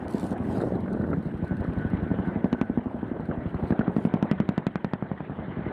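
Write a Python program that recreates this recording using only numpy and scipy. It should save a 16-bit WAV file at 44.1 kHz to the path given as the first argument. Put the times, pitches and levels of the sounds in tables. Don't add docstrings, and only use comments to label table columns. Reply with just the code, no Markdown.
import sys
import numpy as np
from scipy import signal
from scipy.fft import rfft, irfft, next_fast_len
from scipy.io import wavfile
from scipy.ndimage import uniform_filter1d, map_coordinates

SR = 44100
rng = np.random.default_rng(int(sys.argv[2]) if len(sys.argv) > 2 else 0)


def bounce(signal):
    frames = np.transpose(np.atleast_2d(signal))
    limited = np.clip(frames, -1, 1)
    pcm = np.round(limited * 32767).astype(np.int16)
    wavfile.write(sys.argv[1], SR, pcm)


N = 252252

# t/s, ring level/dB, crack level/dB, echo level/dB re the slap
BLADE_PASSAGES = [(0.059, -35, -44, -4), (0.1473, -11.5, -48, -13), (0.232, -17, -37, 1),
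                  (0.3173, -16.5, -38, -3.5), (0.4026, -15, -50, -8), (0.4883, -17, -47, -18),
                  (0.5728, -16, -53, 0.5), (0.6578, -17.5, -44, -1), (0.747, -20, -52, 3),
                  (0.829, -29, -60, -2), (0.9148, -23, -51, 4.4), (0.9996, -17, -47, -11),
                  (1.0862, -28, -55, 8.5), (1.1721, -17, -64, -2.5), (1.2572, -15.5, -58, -4),
                  (1.3417, -17.5, -56, -10), (1.4263, -17, -57, -0.2), (1.511, -15, -46, -1.5),
                  (1.5983, -21.5, -49, -6), (1.6809, -19.5, -48, -1), (1.767, -23.6, -44, 6.5),
                  (1.8509, -13.5, -53, -15), (1.9353, -12, -34, -7.9), (2.0231, -17, -44, 0.5),
                  (2.1051, -16, -50, 7), (2.1894, -16, -31.5, -1.5), (2.274, -14.1, -40, -2.5),
                  (2.3605, -13, -43, -6.5), (2.4448, -6, -30, -8.5), (2.5301, -8.5, -21, -6),
                  (2.6151, -8.5, -21, -10), (2.6997, -11, -41.5, -14), (2.776, -9, -32.5, -10),
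                  (2.8602, -18, -34.5, -0.5), (2.9455, -17.5, -44, -10.5), (3.0311, -15.5, -34.5, -15.5),
                  (3.1164, -17, -36.5, -17), (3.1988, -22.5, -33, -5), (3.2904, -14, -49.5, -6.5),
                  (3.3749, -19, -60.5, -11), (3.4581, -16.5, -50, -8.5), (3.5455, -15.5, -33, -9),
                  (3.6284, -20, -32.5, 3.5), (3.7075, -8.5, -26, -3), (3.794, -7.5, -25.5, -11.5),
                  (3.881, -9.5, -29, -6), (3.9666, -8, -26.5, -6.5), (4.0531, -6.5, -26.5, -10),
                  (4.141, -6.5, -23, -8.5), (4.228, -7.5, -22, -9), (4.315, -6, -19, -22),
                  (4.403, -6.5, -23, -21), (4.4915, -8.4, -21.5, -11.5), (4.5803, -9.6, -22, -19),
                  (4.669, -10.5, -19.5, -16.5), (4.7582, -15, -22, -22), (4.8472, -13.5, -22.5, -13),
                  (4.9366, -13.5, -21.5, -13.5), (5.0262, -15, -28.5, -22), (5.1169, -15.5, -29.5, -11),
                  (5.2067, -22, -30, -8), (5.2983, -19.5, -33.5, -5.5), (5.3907, -24, -32.5, -2),
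                  (5.4836, -23.5, -44, -0.5), (5.5719, -20, -49, -2), (5.6668, -17, -36, -18)]
# t/s, ring f/Hz, thump level/dB
SLAP_DIRECTIVITY = [(0, 218, -30), (.5, 203, -29.5), (1.2, 165, -23), (1.7, 168, -17.5), (2.3, 190, -23),
                    (2.5, 222.5, -26), (3.15, 245, -32), (3.4, 178, -20.5), (3.7, 200, -19),
                    (3.95, 202.5, -29), (4.4, 189.4, -43), (5.1, 165.6, -41.5), (5.72, 145.5, -22.5)]
# start t/s, delay/ms, drift/(ms/s)
ROCK_FACES = [(0, 16.4, 0), (.7, 13, -1.8), (2.23, 11, .9), (2.74, 8.4, 0), (3.25, 12.3, 0),
              (3.67, 16.8, 3)]
# f/Hz, T60/s
SLOPE_DECAY = [(60, 0.38), (250, 0.1), (1000, 0.15), (4000, 0.069)]
# t/s, pulse level/dB, clack level/dB
SINGLE_POPS = [(.602, -23, -39), (.617, -14, -39), (.626, -21, -47), (.635, -12.5, -52), (.643, -19, -58),
               (.674, -25, -51), (.72, -15, -53), (.754, -26, -52), (.857, -33, -41.5), (.877, -22, -39),
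               (.947, -20, -45), (.969, -19, -50), (1.01, -23, -44), (1.038, -21.5, -38.5),
               (1.112, -21, -44), (1.129, -16, -33), (1.646, -19, -42), (2.063, -24.5, -57),
               (2.139, -17, -47.5), (3.311, -19, -40.5), (3.721, -26.5, -34), (3.809, -14.5, -33)]
# start t/s, duration/s, level/dB
POP_FLURRIES = [(0.541, .23, -23), (0.902, .25, -25), (1.604, .06, -28)]
# t/s, rumble level/dB, exhaust level/dB, turbine level/dB
ROAR_LEVELS = [(0, -35.5, -34.5, -53), (.55, -27.5, -37, -51.5), (1.07, -26.5, -41, -57),
               (1.3, -32.5, -46, -54.5), (2, -28.5, -40.5, -48), (2.3, -32.5, -37.5, -50),
               (2.6, -39.5, -42, -55), (3.1, -33, -41.5, -54.5), (3.74, -34, -35.5, -49.5),
               (4.4, -37.5, -40, -49.5), (4.7, -42, -44, -54), (5.21, -40.5, -43, -53),
               (5.72, -33, -37.5, -47.5)]
# f/Hz, relative density level/dB
RUMBLE_SPECTRUM = [(25, -35.5), (80, -4.5), (130, -6.5), (200, -1.5), (260, -5.5), (440, -17.5), (900, -30),
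                   (1500, -55.5), (2600, -120)]
EXHAUST_SPECTRUM = [(180, -32), (300, -6), (359, -2), (453, -8.5), (693, -8.5), (909, -12), (1400, -27.5),
                    (1820, -64), (3080, -120)]
TURBINE_SPECTRUM = [(590, -29), (1000, -8.5), (1310, -7.5), (1510, -7.5), (1660, -8), (1890, -9.5),
                    (2570, -21), (3050, -22), (3960, -32.5), (4900, -51.5), (6710, -120)]
CLOTH_SPECTRUM = [(1500, -29.5), (3000, 0), (4500, -3.5), (6500, -9.5), (7500, -6.5), (8600, -3.5),
                  (11000, -10.5), (14000, -17.5), (16000, -28)]
# t/s, level/dB
WHINE_LEVELS = [(0, -57.5), (.54, -59), (.78, -70), (.9, -55.5), (1.15, -58), (1.36, -63.5), (1.5, -48),
                (1.72, -55.5), (1.82, -42), (1.93, -54), (2.29, -50), (2.4, -54.5), (2.58, -48),
                (2.74, -53.5), (2.82, -69), (3, -57), (3.5, -60.5), (4.1, -58), (5, -70), (5.72, -58)]
# start t/s, rise/s, hold/s, fall/s, level/dB
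CLOTH_STROKES = [(0.08, 0.021, 0.22, .03, -60.5), (0.393, 0.097, 0.13, 0.17, -63),
                 (3.88, .1, 0.084, .03, -71)]
# t/s, excitation level/dB
CLOTH_SNAPS = [(0.082, -44.5), (0.11, -45.5), (0.1374, -45), (0.1828, -43.5), (0.198, -41), (0.2418, -44.5),
               (0.2653, -46), (0.309, -42), (0.3295, -51), (0.3795, -52), (0.6135, -53), (0.929, -52)]
# f/Hz, bandwidth/Hz, gain/dB
BODY_MODES = [(4020, 300, 1), (7830, 150, -13), (8300, 300, -10), (9390, 300, -14), (10400, 250, -14),
              (12300, 170, -12)]
# t/s, excitation level/dB
BODY_TICKS = [(0.7525, -55), (0.8046, -54.5), (0.9326, -52.5), (1.0177, -58), (1.0705, -61), (1.103, -61.5),
              (1.1373, -58.5), (1.2264, -58), (1.3133, -60.5), (1.445, -55), (1.4776, -55.5),
              (1.5684, -53.5), (1.6048, -54), (1.6417, -57.5), (1.7335, -58), (1.7849, -56), (1.9, -55.5),
              (2.0287, -59), (2.2734, -57.5), (3.205, -60.5), (3.255, -59.5), (3.545, -58), (3.675, -59)]
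# t/s, level/dB
RATTLE_LEVELS = [(0, -81), (.8, -77.5), (1.5, -78.5), (2.4, -84.5), (2.6, -97.5), (3.4, -84), (3.7, -68),
                 (3.8, -98), (5.72, -100)]


def rotor():
    track = np.zeros(N)
    lead_s, thump_delay_s, slope_delay_s = .01, .0087, .00806
    t = np.arange(SR // 20) / SR - lead_s
    smoothing = bell(t[:2 * round(lead_s * SR) + 1], .00019)
    thump = np.cos(2 * np.pi * 80 * (t - lead_s)) * bell(t - lead_s, .0049)
    times, ring_hz, thump_levels = np.transpose(SLAP_DIRECTIVITY)
    for s, ring_db, crack_db, echo_db in BLADE_PASSAGES:
        start = s - lead_s
        thump_db = np.interp(s, times, thump_levels) + .5 * rng.standard_normal()
        pulse = blade_pulse(t, np.interp(s, times, ring_hz))
        slap = amp(ring_db) * np.convolve(pulse, smoothing / smoothing.sum(), "same")
        add(track, start, slap + crack(t, crack_db, len(smoothing)))
        add(track, start - lead_s + thump_delay_s, amp(thump_db) * thump)
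        echo_start = start + echo_delay(s)
        add(track, echo_start, amp(echo_db) * slap)
        add_facets(track, echo_start, t, ring_db + echo_db - 10.5 + .19 * (crack_db + 30.5))
        add(track, start + slope_delay_s, amp(-16) * slope_scatter(slap))
    return track


def blade_pulse(t, ring_hz):
    phase = 2 * np.pi * ring_hz * t
    third = .12 * np.sin(3 * phase) * decay(t, .012)
    ring = (np.sin(phase) - third) * decay(t, .031) * (t > 0)
    suction = .72 * bell(t + .0007, .00033)
    return ring - suction


def crack(t, level_db, kernel_samples):
    width_s = .00012 * amp(-.4 * (level_db + 20))
    front = -amp(level_db + 10.5) * bell(t + .001, width_s)
    ground = amp(-31.5) * rng.standard_normal(SR // 30) * decay(np.arange(SR // 30) / SR, .053)
    scattered = np.convolve(np.gradient(front) * width_s * SR, ground)[:len(t)]
    eddies = np.diff(rng.standard_normal(len(t) + 1)) * decay(np.abs(t + .0006), .012) * (t > -.002)
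    turbulence = np.convolve(eddies, bell(t[:kernel_samples], .56 * width_s), "same")
    return front + scattered + amp(level_db - 15.5) * turbulence / np.abs(turbulence).max()


def echo_delay(s):
    delays_ms = [delay + drift * (s - start) for start, delay, drift in ROCK_FACES if start <= s]
    return delays_ms[-1] / 1000


def add_facets(track, echo_start, t, level_db):
    wavelet = (1 - (t / .0004) ** 2) * bell(t, .0004)
    for lag, size in rng.random((5, 2)):
        add(track, echo_start + .02 * (lag - .25), amp(level_db) * (2 * size - 1) * wavelet)


def slope_scatter(sound):
    hz, t, spectrum = signal.stft(rng.standard_normal(SR // 5), SR, nperseg=256)
    tail = signal.istft(spectrum * decay(t, log_interp(SLOPE_DECAY, hz)[:, None]), SR, nperseg=256)[1]
    return signal.fftconvolve(sound, tail / np.linalg.norm(tail))


def pops():
    spikes, clacks = np.zeros(N), np.zeros(N)
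    width_s, clack_rise_s = .00063, .0017
    t = np.arange(SR // 50) / SR
    u = (t - .003) / width_s
    suction = -(1 - u ** 2) * bell(u, .96)
    clack_envelope = (1 - np.exp(-t / clack_rise_s)) * decay(t, .038)
    for s, spike_db, clack_db in list(SINGLE_POPS) + flurries():
        add(spikes, s, amp(spike_db) * suction)
        add(clacks, s, amp(clack_db + 22.5) * clack_envelope * rng.standard_normal(len(t)))
    knock = resonances([(1386, 940, 0)])
    return spikes + filtered(clacks, lambda hz: knock(hz) ** 4)


def flurries(mean_gap_s=.014):
    rows = []
    for start, duration, db in POP_FLURRIES:
        for k, (jitter, size) in enumerate(rng.random((40, 2))):
            offset = (k + jitter) * mean_gap_s
            if offset < duration:
                rows.append((start + offset, db + 8 * (size - .5), db - 28))
    return rows


def roar():
    rumble_db, exhaust_db, turbine_db = curves(ROAR_LEVELS)
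    t, slap_times = np.arange(N) / SR, np.array(BLADE_PASSAGES)[:, 0]
    since_slap = t - slap_times[np.maximum(np.searchsorted(slap_times, t) - 1, 0)]
    drain = decay(uniform_filter1d(np.abs(since_slap), size=600), t60=1.18)
    swell = wobble(30)
    lumps = amp(2.5 * np.tanh(swell))
    rumble = amp(rumble_db) * unit(lumps * patchy_noise(RUMBLE_SPECTRUM, spread_db=.5))
    exhaust_gain = amp(exhaust_db + .28 * np.tanh(swell) + 1.9 * wobble(90))
    exhaust = exhaust_gain * patchy_noise(EXHAUST_SPECTRUM, spread_db=2.5)
    turbine_gain = amp(turbine_db + .39 * swell + .27 * wobble(25) + 1.6 * wobble(110))
    turbine = turbine_gain * patchy_noise(TURBINE_SPECTRUM, spread_db=2.5)
    return drain * (rumble + exhaust) + turbine


def gearbox():
    mesh_hz = 1500 + 8 * wobble(30)
    tone = np.sin(2 * np.pi * np.cumsum(mesh_hz) / SR)
    band = resonances([(1554, 300, 0)])
    halo = unit(filtered(rng.standard_normal(N), lambda hz: band(hz) ** 2))
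    return amp(curves(WHINE_LEVELS)[0] + 1.2 * wobble(22)) * (tone + .7 * halo)


def cloth():
    t = np.arange(N) / SR
    envelope = amp(-75 - 2.5 * t)
    for s, rise, hold, fall, db in CLOTH_STROKES:
        ramp = np.minimum((t - s) / rise, 1 + (s + rise + hold - t) / fall)
        envelope += amp(db) * np.clip(ramp, 0, 1) ** 2
    grain = amp(2.5 * wobble(300) + 1.3 * wobble(70))
    rubbing = envelope * unit(grain * patchy_noise(CLOTH_SPECTRUM, spread_db=-3.5))
    snaps = filtered(bursts(CLOTH_SNAPS, t60=.0073), lambda hz: amp(log_interp(CLOTH_SPECTRUM, hz) + 7))
    return rubbing + snaps


def camera_body(taps_per_s=1200):
    shell = resonances(BODY_MODES)
    ticks = amp(11) * filtered(bursts(BODY_TICKS, t60=.033), shell)
    taps = (rng.random(N) < taps_per_s / SR) * amp(3 * rng.standard_normal(N) + 3 * wobble(30))
    rattle = amp(curves(RATTLE_LEVELS)[0]) * unit(filtered(taps, shell))
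    return ticks + rattle


def amp(db):
    return 10 ** (np.asarray(db) / 20)


def decay(t, t60):
    return amp(-60 * t / t60)


def bell(t, width):
    return np.exp(-.5 * (t / width) ** 2)


def unit(x):
    return x / np.sqrt(np.mean(x ** 2) + 1e-20)


def log_interp(points, hz):
    frequencies, values = np.transpose(points)
    return np.interp(np.log(hz + 1), np.log(frequencies + 1), values)


def curves(rows):
    times, *columns = np.transpose(rows)
    return [np.interp(np.arange(N) / SR, times, column) for column in columns]


def wobble(rate):
    return map_coordinates(rng.standard_normal(int(N * rate / SR) + 4), [np.arange(N) * rate / SR])


def filtered(x, response):
    size = next_fast_len(N + 8192)
    return irfft(rfft(x, size) * response(np.fft.rfftfreq(size, 1 / SR)), size)[:N]


def resonances(modes):
    return lambda hz: sum((-1) ** k * amp(db) * 1j * hz * width / (f0 * f0 - hz * hz + 1j * hz * width)
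                          for k, (f0, width, db) in enumerate(modes))


def patchy_noise(spectrum, spread_db):
    cells = signal.stft(rng.standard_normal(N), nperseg=512)[2]
    patches = uniform_filter1d(rng.standard_normal(cells.shape), size=5, axis=0)
    patches = uniform_filter1d(patches, size=8, axis=1)
    noise = signal.istft(cells * amp(spread_db * unit(patches)), nperseg=512)[1][:N]
    return unit(filtered(noise, lambda hz: amp(log_interp(spectrum, hz))))


def bursts(events, t60):
    track, t = np.zeros(N), np.arange(SR // 50) / SR
    for s, db in events:
        add(track, s, amp(db) * decay(t, t60) * rng.standard_normal(len(t)))
    return track


def add(track, s, sound):
    part = track[max(round(s * SR), 0):][:len(sound)]
    part += sound[:len(part)]


def scene():
    return (rotor() + pops() + roar() + gearbox() + cloth() + camera_body())[None]


def record(dry):
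    bass_hz, ceiling, top_hz = 40, .263, 15600
    thin = filtered(dry[0], lambda hz: (1j * hz / (1j * hz + bass_hz)) ** 2)
    clipped = thin / (1 + np.abs(thin / ceiling) ** 20) ** (1 / 20)
    return filtered(clipped, lambda hz: 1j * hz / (1j * hz + 15) * (hz < top_hz))[None]


dry = scene()
out = record(dry)
bounce(out)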